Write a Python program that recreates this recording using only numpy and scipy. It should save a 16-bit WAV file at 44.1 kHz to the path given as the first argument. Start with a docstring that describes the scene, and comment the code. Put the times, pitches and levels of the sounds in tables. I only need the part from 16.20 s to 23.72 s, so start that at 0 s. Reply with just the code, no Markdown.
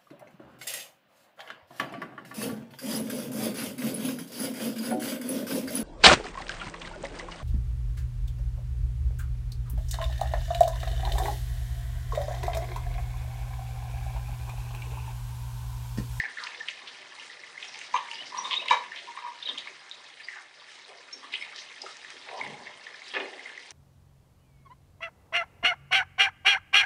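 """Small finches bathe in a shallow tray of water in an aviary: beating wings throw spray and droplets.
The splashing is shaped noise and random impacts; bubbles and plops are short rings that swell and die.
Chirps are gliding sines with rasp, and wing flurries are ragged bands of noise that sink in pitch.
Now and then something hollow is knocked and rattles as a set of decaying modes, and a bird lands on
the mesh, a bank of noisy resonances. The cage rings along and the walls give a short echo."""
import sys
import numpy as np
from scipy import signal
from scipy.fft import rfft, irfft
from scipy.io import wavfile

SR = 44100
rng = np.random.default_rng(int(sys.argv[2]) if len(sys.argv) > 2 else 0)


def output_pcm(signal):
    """Save a mono or channel-first signal as 16-bit PCM at the path in sys.argv[1].

    Samples are clipped to [-1, 1] before scaling.
    """
    pcm = np.clip(np.atleast_2d(signal).T, -1, 1) * 32767
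    wavfile.write(sys.argv[1], SR, np.round(pcm).astype(np.int16))


N = 331632
T = np.arange(N) / SR
LEAD_S = 0.03  # time allowed for a sound to build up before its peak
WINGBEAT_HZ = 21.4  # middle rate of the beating wings

# how busily the flock bathes: (time [s], level [dB])
BATHING_LEVEL = [(0, -48), (.14, -48), (.3, -46.5), (.7, -47.5), (1.3, -49), (2.05, -45), (2.35, -46),
                 (3.1, -50), (3.4, -46.5), (3.6, -50), (4.12, -52), (4.28, -54), (4.42, -51.5),
                 (4.95, -50.5), (5.2, -47), (5.5, -49.5), (6.25, -47), (6.55, -51), (6.9, -47.5),
                 (7.52, -50)]


def amp(db):
    """Decibels to gain."""
    return 10 ** (np.asarray(db) / 20)


def unit(x):
    """Scale to rms 1."""
    return x / np.sqrt(np.mean(x ** 2))


def add(out, s, x):
    """Mix x into out from time s."""
    i = int(s * SR)
    x, i = x[max(-i, 0):], max(i, 0)
    out[i:i + len(x)] += x[:max(N - i, 0)]


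def band(x, low_hz, high_hz, order=2):
    """Band-pass."""
    edges = np.clip([low_hz, max(high_hz, low_hz + 20)], 10, SR / 2 - 10)
    return signal.sosfilt(signal.butter(order, edges, "band", fs=SR, output="sos"), x)


def colour(x, points):
    """Shape by a spectrum of (frequency [Hz], level [dB]) points."""
    hz, db = np.transpose(points)
    f = np.maximum(np.fft.rfftfreq(N, 1 / SR), 1)
    return irfft(rfft(x) * amp(np.interp(np.log(f), np.log(hz), db)), N)


def walk(rate_hz):
    """Smooth random drift of spread 1 that takes a new value rate_hz times a second."""
    knots = rng.standard_normal(N // 10)
    return np.interp(T * rate_hz, np.arange(len(knots)), knots) * np.sqrt(3 / 2)


def swell(t, rise_s, decay_s):
    """Envelope that grows towards time 0 and dies away after it."""
    return np.exp(np.minimum(t / rise_s, -t / decay_s))


def grit(n, grain_db=4, size=30):
    """Noise broken into tiny grains (size in samples) of uneven strength."""
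    grains = np.repeat(np.clip(rng.standard_normal(n // size + 1), -2, 2), size)[:n]
    return rng.standard_normal(n) * amp(grain_db * grains)


def impacts(per_s, spread_db):
    """Randomly timed droplet impacts, mostly small with a few large."""
    size = amp(spread_db * np.minimum(rng.exponential(size=N), 4))
    return (rng.random(N) < per_s / SR) * size * rng.choice([-1, 1], N)


def bubble(hz, swell_s, glide=0.00082):
    """A trapped air pocket gives a short ring, practically steady in pitch, that swells and dies away."""
    t = T[:int(10 * swell_s * SR) + 2]
    age = t / swell_s
    envelope = age ** 2 * np.exp(2 - 2 * age)
    return envelope * np.sin(2 * np.pi * hz * t * (1 + glide * (age - 1)))


def aviary(x, room_db=-11, room_t60_s=0.32, treble_t60_s=0.31, build_s=0.0041, ring_db=-1):
    """The cage rings along; near surfaces answer, then a diffuse tail, lows and treble fading almost as one."""
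    # thin resonances of the cage that every sound sets off: (frequency [Hz], width [Hz], level [dB])
    cage_modes = [(800, 12, -13), (1745, 10, 1.5), (2106, 42, -0.5), (2810, 23, -14.5), (3000, 17, -18),
                  (3214, 52, -7.5), (3830, 43, -4), (5050, 17, -2.5), (6100, 190, -10)]
    # early reflections off floor and near walls: (delay [s], level [dB])
    reflections = [(.0051, -17.5), (.0084, -22.5), (0.023, -25)]
    ringing = sum(amp(db + ring_db) * band(x, hz - width / 2, hz + width / 2, order=1)
                  for hz, width, db in cage_modes)
    x = x + ringing
    t = T[:SR * 2 // 3]
    low = band(rng.standard_normal(len(t)), 110, 3800) * amp(-60 * t / room_t60_s)
    treble = band(rng.standard_normal(len(t)), 3900, 10000) * amp(-60 * t / treble_t60_s)
    tail = (low + treble) * (1 - np.exp(-t / build_s))
    response = amp(room_db) * tail / np.linalg.norm(tail)
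    for s, db in reflections:
        response[int(s * SR)] += amp(db)
    return x + signal.fftconvolve(x, response)[:N]


def rattle(count=6, uneven=0.4, scatter_db=3, hard_db=-16, spot_hz=1018, wander=0.02):
    """The hollow thing chatters in soft, uneven taps: (time [s], level [dB], hardness [dB], pitch [Hz])."""
    # runs of taps: (time [s], level [dB], time between taps [s])
    runs = [(2.133, -34.5, 0.035), (2.29, -39.5, 0.034), (2.949, -40, 0.034)]
    taps = []
    for s, db, gap_s in runs:
        for k, (late, size, spot) in enumerate(rng.uniform(-1, 1, (count, 3))):
            tap_s = s + gap_s * (k + uneven * late)
            taps.append((tap_s, db + scatter_db * size, hard_db, spot_hz * (1 + wander * spot)))
    return taps


def knocks(peak_s=0.0047, width_s=0.0035, cluster_db=-19, cluster_s=0.039, build_s=0.0036,
           crack_db=-17, crack_s=0.031, rasp_db=-27, rasp_s=0.012, thud_db=-47, thud_s=0.0087,
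           soft_hz=1200, push_s=0.00066, brush_s=0.007, detune=0.013, scatter_db=2):
    """A blow tocks at the struck spot's pitch, then modes ring in a fresh mix; soft blows lack high ones."""
    # hollow knocks, bounces and taps: (time [s], level [dB], hardness [dB], pitch at the struck spot [Hz])
    blows = [(1.7408, -15, -10.5, 994), (1.7522, -19, -10, 1027), (1.7604, -19.5, -7, 1140),
             (2.143, -29, -21, 1030), (2.168, -31, -27, 1030), (2.185, -24, -28, 1023),
             (2.218, -40, -16.5, 965), (2.251, -29, -21, 1047), (2.275, -35, -17, 1090),
             (2.313, -29.5, -10, 1100), (2.333, -32.5, -17, 975), (2.459, -36.5, 4.5, 985),
             (2.5082, -8.5, -3, 976), (2.5167, -18.5, -3.5, 1080), (2.5280, -22, 3.5, 1045),
             (2.5382, -20, -9, 1054), (2.548, -30, -11.5, 1030), (2.562, -36, -1, 1005),
             (2.570, -36, -12, 985), (2.883, -39, -5, 1030), (2.972, -29.5, -7.5, 1075),
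             (2.986, -38, 0, 1210), (3.048, -31.5, -13, 1030), (3.062, -35, -3, 1095),
             (3.288, -39.5, -13, 990)]
    # what the knocked thing rings with: (frequency [Hz], level [dB], time to fall 60 dB [s])
    hollow_modes = [(347, -43, 0.067), (505, -30, 0.15), (582, -41, 0.065), (828, -16.5, 0.039),
                    (947, -23, 0.36), (1120, -28, 0.15), (1188, -17.5, 0.17), (1680, -21.5, 0.21),
                    (2030, -20, 0.11), (2310, -8.5, 0.088), (2450, -15, 0.066), (3060, -19.5, 0.15),
                    (3750, -6, 0.018), (3800, -10, 0.05)]
    # its crowd of close modes, which beat unevenly as they fade: (low edge [Hz], high edge [Hz])
    cluster_edges = (880, 1177)
    out, t = np.zeros(N), T[:SR // 2] - LEAD_S
    n, age = len(t), np.maximum(t, 0)
    for s, db, hard_db, spot_hz in blows + rattle():
        tock = np.exp(-((t - peak_s) / width_s) ** 2) * np.sin(2 * np.pi * spot_hz * t)
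        ring = 0
        for hz, mode_db, t60 in hollow_modes:
            size, shift, phase = rng.standard_normal(3)
            octaves_up = max(np.log2(hz / soft_hz), 0)
            gain = amp(mode_db + scatter_db * size + hard_db * octaves_up)
            tone = np.sin(2 * np.pi * (hz * (1 + detune * shift) * age + phase))
            ring = ring + gain * amp(-60 * age / t60) * tone
        cluster = unit(band(rng.standard_normal(n), *cluster_edges, order=3))
        cluster = cluster * (1 - np.exp(-age / build_s)) * np.exp(-age / cluster_s)
        # the contact scrapes a little before it lands, and the floor gives a faint thud
        crack = unit(band(grit(n), 670, 2830)) * swell(t, brush_s, crack_s)
        rasp = unit(band(grit(n), 4300, 6600)) * swell(t, brush_s, rasp_s)
        thud = unit(band(rng.standard_normal(n), 25, 160)) * swell(t, brush_s, thud_s)
        body = tock + (1 - np.exp(-age / push_s)) * ring + amp(cluster_db) * cluster + amp(thud_db) * thud
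        contact = amp(hard_db) * (amp(crack_db) * crack + amp(rasp_db) * rasp)
        add(out, s - LEAD_S, amp(db) * (body + contact))
    return out


def landing(ring_s=0.07, ring_db=-17, rise_s=0.00076, damping=-0.62):
    """Each footfall sets the wire mesh clattering; its low resonances ring on after the high ones."""
    # a bird lands on the wire mesh and shakes it: (time [s], level [dB], decay time [s])
    footfalls = [(6.938, -28, 0.034), (6.949, -24.5, 0.016), (6.9669, -23.5, .012), (7.002, -29, 0.018)]
    # what the mesh rings with: (frequency [Hz], width [Hz], level [dB])
    mesh_modes = [(470, 220, -1.5), (873, 200, -4), (1150, 200, -4.5), (1460, 140, -5.5), (1804, 190, 2),
                  (2160, 210, -2), (2480, 89, 3.5), (2840, 190, 1), (3350, 540, -7)]
    out, t = np.zeros(N), T[:SR // 2] - LEAD_S
    middle_hz = np.median(np.array(mesh_modes)[:, 0])
    for s, db, decay_s in footfalls:
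        wires = [amp(mode_db) * band(grit(len(t)), hz - width / 2, hz + width / 2)
                 for hz, width, mode_db in mesh_modes]
        clatter = 0
        for wire, (hz, _, _) in zip(wires, mesh_modes):
            longer = (hz / middle_hz) ** damping  # decay time goes as pitch to this power
            strike = swell(t, rise_s, decay_s * longer)
            after_ring = amp(ring_db) * swell(t, rise_s, ring_s * longer)
            clatter = clatter + wire * (strike + after_ring)
        add(out, s - LEAD_S, amp(db) * clatter / np.std(sum(wires)) / 2)
    return out


def chirps(waver=0.071, rasp_db=-7, flutter_db=2.5, rasp_octaves=0.18):
    """Gliding whistles and quick strokes; rough ones waver in pitch and strength and break into a rasp."""
    # high chirps and a few low, soft tones near 800-1000 Hz, perhaps the hollow thing ringing:
    # (time [s], level [dB], length [s], start pitch [Hz], end pitch [Hz], roughness [0-1])
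    whistles = [(0.402, -32.5, 0.017, 1790, 1810, 0.16), (1.474, -44.5, .025, 5470, 5640, 0.5),
                (1.734, -43.5, 0.038, 6250, 6380, 0.16), (1.896, -42.5, 0.057, 957, 884, 0.25),
                (1.937, -40.5, 0.016, 4710, 4900, 0.1), (1.973, -38.5, 0.061, 2740, 3160, 0.08),
                (2.173, -33, 0.036, 5640, 5870, 0.2), (2.239, -32, 0.035, 3686, 3610, 0.26),
                (2.309, -23, .0046, 2830, 3600, 0.3), (2.318, -29, 0.0052, 3400, 3900, 0.2),
                (2.33, -18, 0.0024, 2930, 3850, 0), (2.335, -27, .003, 2600, 3200, .3),
                (2.339, -21.5, 0.0047, 3820, 3000, .3), (2.3445, -27, 0.0033, 3640, 3000, .3),
                (2.35, -30, .006, 3260, 2800, .6), (2.36, -25, 0.026, 3560, 3890, 0.08),
                (2.391, -33, 0.024, 2546, 2580, 0.35), (2.411, -35, 0.021, 2750, 3110, .6),
                (2.486, -30, 0.022, 3114, 2760, 0.9), (2.866, -40, 0.06, 966, 937, 0.42),
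                (3.012, -39.5, 0.15, 976, 944, 0.14), (3.224, -30, 0.0085, 3760, 3550, 0.3),
                (3.253, -30.5, 0.017, 3890, 3740, 0.25), (3.27, -29, 0.0095, 3300, 3150, 0.5),
                (3.284, -26.5, 0.02, 3744, 3580, 0.3), (3.29, -34, 0.033, 3310, 3270, 0.5),
                (3.374, -29.5, 0.015, 2930, 3760, 0.65), (3.39, -29, 0.0044, 3580, 3370, 0.4),
                (4.027, -45.5, 0.041, 4860, 4660, 0.3), (4.924, -35, 0.021, 5300, 5600, 0.06),
                (4.927, -41, 0.012, 6370, 6230, 0.14), (5.139, -29.5, 0.025, 2990, 3150, 0.67),
                (5.192, -51, 0.045, 5240, 5240, .1), (5.37, -51, 0.064, 5400, 6400, 0.74),
                (5.616, -33, 0.0071, 5120, 4900, 0.15), (6.106, -41, .018, 963, 946, 0.2),
                (6.138, -41, .025, 780, 737, .4), (6.23, -42.5, 0.047, 825, 846, 0.56),
                (6.33, -44, 0.039, 786, 874, .3)]
    out = np.zeros(N)
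    pitch_walk, level_walk = walk(1300), np.clip(walk(450), -1.5, 1.5)
    spread = 2 ** rasp_octaves  # half-width of the rasp's band
    for s, db, length, start_hz, end_hz, rough in whistles:
        n, i = int(length * SR), int(s * SR)
        hz = np.linspace(start_hz, end_hz, n) * (1 + waver * rough * pitch_walk[i:i + n])
        shape = signal.windows.tukey(n, .7) * amp(flutter_db * rough * level_walk[i:i + n])
        whistle = np.sin(2 * np.pi * np.cumsum(hz) / SR)
        # the end of a longer noise, so that the filter has settled
        rasp = band(rng.standard_normal(SR // 4), hz.mean() / spread, hz.mean() * spread, order=3)
        rasp = unit(rasp)[-n:]
        add(out, s, amp(db) * shape * (whistle + rough * amp(rasp_db) * rasp))
    return out


def flurries(grain_db=3.5, ragged_db=2, lag=0.11, tilt_db=-5):
    """Wings churn air and water in a throbbing, ragged rush that swells, sinks in pitch and dies away."""
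    # wing flurries: (time [s], level [dB], rise [s], decay [s], low edge [Hz], high edge [Hz])
    rushes = [(.015, -44, 0.025, 0.017, 630, 1120), (0.175, -39, 0.057, 0.025, 910, 1820),
              (2.057, -51, 0.14, 0.34, 172, 880), (2.41, -41, 0.0065, 0.033, 460, 693),
              (2.508, -34, 0.025, 0.022, 415, 668), (3.23, -48.5, 0.059, 0.08, 224, 790),
              (4.154, -39, 0.0093, 0.035, 710, 2020), (4.68, -51.5, 0.015, 0.1, 375, 790),
              (4.93, -54, 0.032, 0.091, 247, 567), (5.629, -37.5, 0.012, 0.013, 370, 940),
              (6.045, -38.5, 0.084, 0.2, 399, 1077), (6.151, -45, 0.12, 0.12, 86, 410),
              (6.941, -38, 0.046, 0.14, 261, 845)]
    out, t = np.zeros(N), T[:SR]
    feathers = rng.standard_normal(N) * amp(grain_db * np.clip(walk(150), -2, 2))
    for s, db, rise_s, decay_s, low_hz, high_hz in rushes:
        edges = np.geomspace(high_hz, low_hz, 4)
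        for top, bottom in zip(edges, edges[1:]):
            # per octave down, a band starts later by a share of the rise and changes by tilt_db
            octaves = np.log2(high_hz / top)
            age = np.maximum(t - lag * rise_s * octaves, 0)
            shape = np.minimum(age / rise_s, 1) * np.exp(-np.maximum(age - rise_s, 0) / decay_s)
            # strength differs from stroke to stroke
            beats = amp(ragged_db * np.clip(walk(2 * WINGBEAT_HZ)[:SR], -1.5, 1.5))
            rush = band(feathers[rng.integers(N - SR):][:SR], bottom, top, order=3)
            add(out, s, amp(db + tilt_db * octaves) * shape * beats * unit(rush) / 2)
    return out


def plops(bubble_db=-2, slosh_db=-14, rise_s=0.0038, decay_s=0.01, spread=1.08, tick_db=-12, tick_s=0.00079,
          count=5, small_db=-8, trail_s=0.07, octaves=0.19, cycles=3.6):
    """The surface breaks with a wet tick and traps a bubble; a slosh and a few smaller bubbles follow."""
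    # the larger bubbles: (time [s], level [dB], pitch [Hz])
    large_bubbles = [(0.0, -14, 1863), (.007, -39, 1880), (0.0175, -44, 1860), (0.0528, -25, 1730),
                     (0.1708, -28.5, 1765), (0.184, -29, 1900), (.187, -37, 1420), (.199, -36, 1620),
                     (.221, -37.5, 1240), (0.997, -32, 2850), (1.1, -34.5, 1920), (1.235, -34, 2020),
                     (1.3773, -31.5, 2060), (1.765, -23, 2900), (1.914, -25, 2870), (2.719, -28.5, 1830),
                     (3.473, -31, 2190), (3.713, -28.5, 3740), (4.085, -26.5, 1980), (4.137, -38, 1710),
                     (5.212, -35, 2200), (5.224, -24.5, 2210), (5.297, -40, 2100), (5.313, -37.5, 2080),
                     (5.324, -39, 2170), (5.663, -30.5, 1270), (5.847, -36, 1860), (6.212, -23, 2160),
                     (6.2643, -30, 2000), (6.4695, -29, 1960), (6.667, -31, 1810), (6.743, -34, 1700),
                     (6.818, -36, 2120), (7.0559, -33.5, 2100), (7.132, -35, 1980), (7.1938, -32, 2040),
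                     (7.257, -29, 2040), (7.272, -35, 1840), (7.298, -34, 1730), (7.377, -32, 2020)]
    out, t = np.zeros(N), T[:SR // 6] - LEAD_S
    for s, db, hz in large_bubbles:
        swell_s = cycles / hz  # swells for this many cycles, so low bubbles ring longer
        slosh = unit(band(grit(len(t)), hz / spread, hz * spread)) * swell(t - swell_s, rise_s, decay_s)
        tick = unit(band(grit(len(t)), 1400, 4000)) * swell(t, tick_s / 10, tick_s)
        add(out, s, amp(db + bubble_db) * bubble(hz, swell_s))
        add(out, s - LEAD_S, amp(db) * (amp(slosh_db) * slosh + amp(tick_db) * tick))
        for late, pitch in rng.random((count, 2)):
            small_hz = hz * 2 ** (octaves * (2 * pitch - .5))
            small = bubble(small_hz, cycles / small_hz / 2)
            add(out, s + trail_s * late, amp(db + small_db - 10 * late) * small)
    return out


def splats(after_db=-14, after_s=0.009, edge_db=-18, dip_s=0.0091, slap_s=0.00013, octaves=0.44):
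    """A wing dips in, slaps the water in a brief burst, then its droplets trail off."""
    # sharp splashes of wings and feet: (time [s], level [dB], centre [Hz], decay time [s])
    splashes = [(0.238, -25, 4070, 0.0022), (0.269, -27, 2250, 0.0031), (0.344, -33, 2260, 0.014),
                (0.485, -20.5, 2590, 0.0044), (0.674, -31, 3100, 0.011), (1.427, -27.5, 2560, 0.0053),
                (1.442, -36.5, 2550, .022), (1.614, -30, 2170, 0.0046), (1.933, -31, 2300, 0.0096),
                (2.173, -28.5, 3650, 0.0032), (2.31, -20.5, 2700, 0.02), (2.336, -22.5, 2900, 0.019),
                (2.483, -19, 2760, 0.0022), (2.639, -34, 2010, 0.01), (2.73, -37, 1950, 0.019),
                (2.761, -32, 2700, 0.027), (2.788, -33, 2760, 0.0085), (2.871, -37, 2290, 0.0032),
                (2.966, -37, 2280, 0.0039), (3.227, -33, 3160, 0.023), (3.252, -39, 3380, 0.023),
                (3.284, -32, 3330, 0.02), (3.378, -31.5, 3150, 0.022), (3.999, -38.5, 2140, 0.012),
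                (4.088, -35, 1980, 0.0019), (4.13, -38, 1920, 0.016), (4.158, -39.5, 2060, 0.032),
                (5.124, -34, 3100, .012), (5.138, -21, 2590, 0.0033), (5.146, -34, 3050, .024),
                (5.236, -39.5, 2600, 0.036), (5.361, -32, 4160, 0.0037), (5.379, -33.5, 3870, 0.035),
                (5.901, -38, 2300, .003), (6.087, -33, 1900, 0.0056), (6.314, -39.5, 2200, 0.0034),
                (6.939, -31.5, 3250, 0.011), (7.351, -41, 2370, .005)]
    out, t = np.zeros(N), T[:SR // 5] - LEAD_S
    spread = 2 ** octaves  # half-width of a splash's band
    for s, db, hz, decay_s in splashes:
        noise = grit(len(t))
        core = unit(band(noise, hz / spread, hz * spread, order=3))
        burst = core + amp(edge_db) * unit(band(noise, 640, 3200))
        slap = band(burst * swell(t, slap_s, decay_s), 1000, 9000)
        trail = burst * swell(t, dip_s, after_s) / 2
        add(out, s - LEAD_S, amp(db) * (slap / np.abs(slap).max() + amp(after_db) * trail))
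    return out


def drips(rise_s=0.0001, decay_s=0.0007, low_hz=1900, high_hz=6500):
    """A heavy drop strikes with a brief, bright click."""
    # heavy drops that land close by: (time [s], peak level [dB])
    heavy_drops = [(.2392, -32), (.486, -36), (0.951, -40), (1.046, -37), (1.59, -29), (1.9135, -30.5),
                   (1.9447, -37), (2.457, -39), (2.482, -32), (2.721, -38), (2.760, -41), (3.3834, -29),
                   (3.696, -32.5), (5.3612, -37), (5.527, -40), (5.619, -33), (5.699, -43), (5.769, -32),
                   (5.904, -31), (6.276, -35), (6.82, -44), (7.507, -29.5)]
    out, t = np.zeros(N), T[:SR // 20] - LEAD_S
    for s, db in heavy_drops:
        click = band(rng.standard_normal(len(t)) * swell(t, rise_s, decay_s), low_hz, high_hz)
        add(out, s - LEAD_S, amp(db) * click / np.abs(click).max())
    return out


def ticks(gain_db=-10, per_s=70, spread_db=2.5, decay_s=0.0026):
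    """Single drops flung by the bathing fall back with a small wet tick of decaying noise."""
    t = T[:SR // 40]
    landings = np.abs(signal.fftconvolve(np.abs(impacts(per_s, spread_db)), np.exp(-t / decay_s))[:N])
    wet = band(landings * rng.standard_normal(N), 1870, 3530)
    return amp(np.interp(T, *np.transpose(BATHING_LEVEL)) + gain_db) * unit(wet)


def crackle(gain_db=6, count=420, spread_db=10, decay_s=0.00013, low_hz=1750, high_hz=4600):
    """Fine droplets hit the surface one by one in crisp clicks, each with its own brightness."""
    out, t = np.zeros(N), T[:SR // 100]
    for when, size, pitch in rng.random((count, 3)):
        hz = low_hz * (high_hz / low_hz) ** pitch
        click = np.exp(-t / decay_s) * np.sin(2 * np.pi * hz * t)
        add(out, when * N / SR, amp(gain_db + spread_db * size ** 2) * click)
    return amp(np.interp(T, *np.transpose(BATHING_LEVEL))) * band(out, low_hz, high_hz, order=1)


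def bathing(drops_db=-4, wash_db=-9, spray_db=2, steady_spray_db=-20.5, beat_db=1, patchy_db=4.5,
            shake_s=0.049, fizz_count=1300, fizz_db=-3, gurgle_count=420, gurgle_db=-5, bubble_spread_db=11):
    """Beating wings throw droplets that patter back, with a wash, small bubbles and a fine spray."""
    # colour of the splashing water: (frequency [Hz], level [dB])
    water = [(25, -26.5), (55, -21), (100, -8), (230, -10.5), (380, -5), (700, -4), (1100, -1.5),
             (1480, -4), (1850, 0), (2450, -7), (3600, -4), (5200, -7), (6800, -15.5), (10000, -20)]
    # a bird shakes its wet wings and throws a cloud of fine spray: (time at the height [s], level [dB])
    wing_shakes = [(.25, -55.5), (.72, -60), (1.05, -54.5), (1.45, -53), (1.61, -54.5), (1.93, -78),
                   (2.271, -50), (2.85, -59.5), (4.12, -56.5), (4.54, -57), (5.38, -70), (5.7, -55),
                   (5.9, -60), (7.47, -64)]
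    activity = amp(np.interp(T, *np.transpose(BATHING_LEVEL)))
    # each shake is a bell-shaped swell with standard deviation shake_s
    shaken = sum(amp(db + spray_db) * np.exp(-.5 * ((T - s) / shake_s) ** 2) for s, db in wing_shakes)
    spray = np.hypot(amp(steady_spray_db) * activity, shaken)
    beat_hz = WINGBEAT_HZ * (1 + 0.56 * walk(5.1))
    wings = amp(beat_db * np.sin(2 * np.pi * np.cumsum(beat_hz) / SR))
    # each size of droplet has its own pitch range and comes in its own showers
    edges = np.geomspace(250, 10000, 15)
    drops = 0
    for low, high in zip(edges, edges[1:]):
        shower = impacts(per_s=600, spread_db=1.5) * amp(patchy_db * walk(45))
        drops = drops + band(shower, low, high)
    drops = unit(colour(drops, water))
    wash = unit(colour(rng.standard_normal(N), water))
    mist = unit(band(impacts(per_s=2500, spread_db=2.0), 1400, 5730))
    bubbles = np.zeros(N)
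    for when, pitch, size, ring in rng.random((fizz_count, 4)):
        # fizz: higher bubbles are weaker
        db = fizz_db + bubble_spread_db * size ** 2 - 7 * pitch
        add(bubbles, when * N / SR, amp(db) * bubble(1700 * 3.1 ** pitch, 0.00028 + 0.0027 * ring))
    for when, pitch, size in rng.random((gurgle_count, 3)):
        # gurgle: dipping heads leave larger bubbles
        db = gurgle_db + bubble_spread_db * size ** 2
        add(bubbles, when * N / SR, amp(db) * bubble(1650 + 900 * pitch, 0.0011))
    thrown = activity * (amp(drops_db) * drops + bubbles) + spray * mist
    return wings * thrown + activity * amp(wash_db) * wash


def scene():
    """The flock, its water and the knocked things, all sounding inside the aviary."""
    water = bathing() + ticks() + crackle() + drips() + plops() + splats()
    whistles_and_wings = chirps() + flurries()
    objects = knocks() + landing()
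    return aviary(water + whistles_and_wings + objects)[None]


def record(dry):
    """The recorder cuts the top with a steep low-pass at 10 kHz."""
    return signal.sosfilt(signal.ellip(10, .2, 70, 10000, fs=SR, output="sos"), dry)


dry = scene()
out = record(dry)
output_pcm(out)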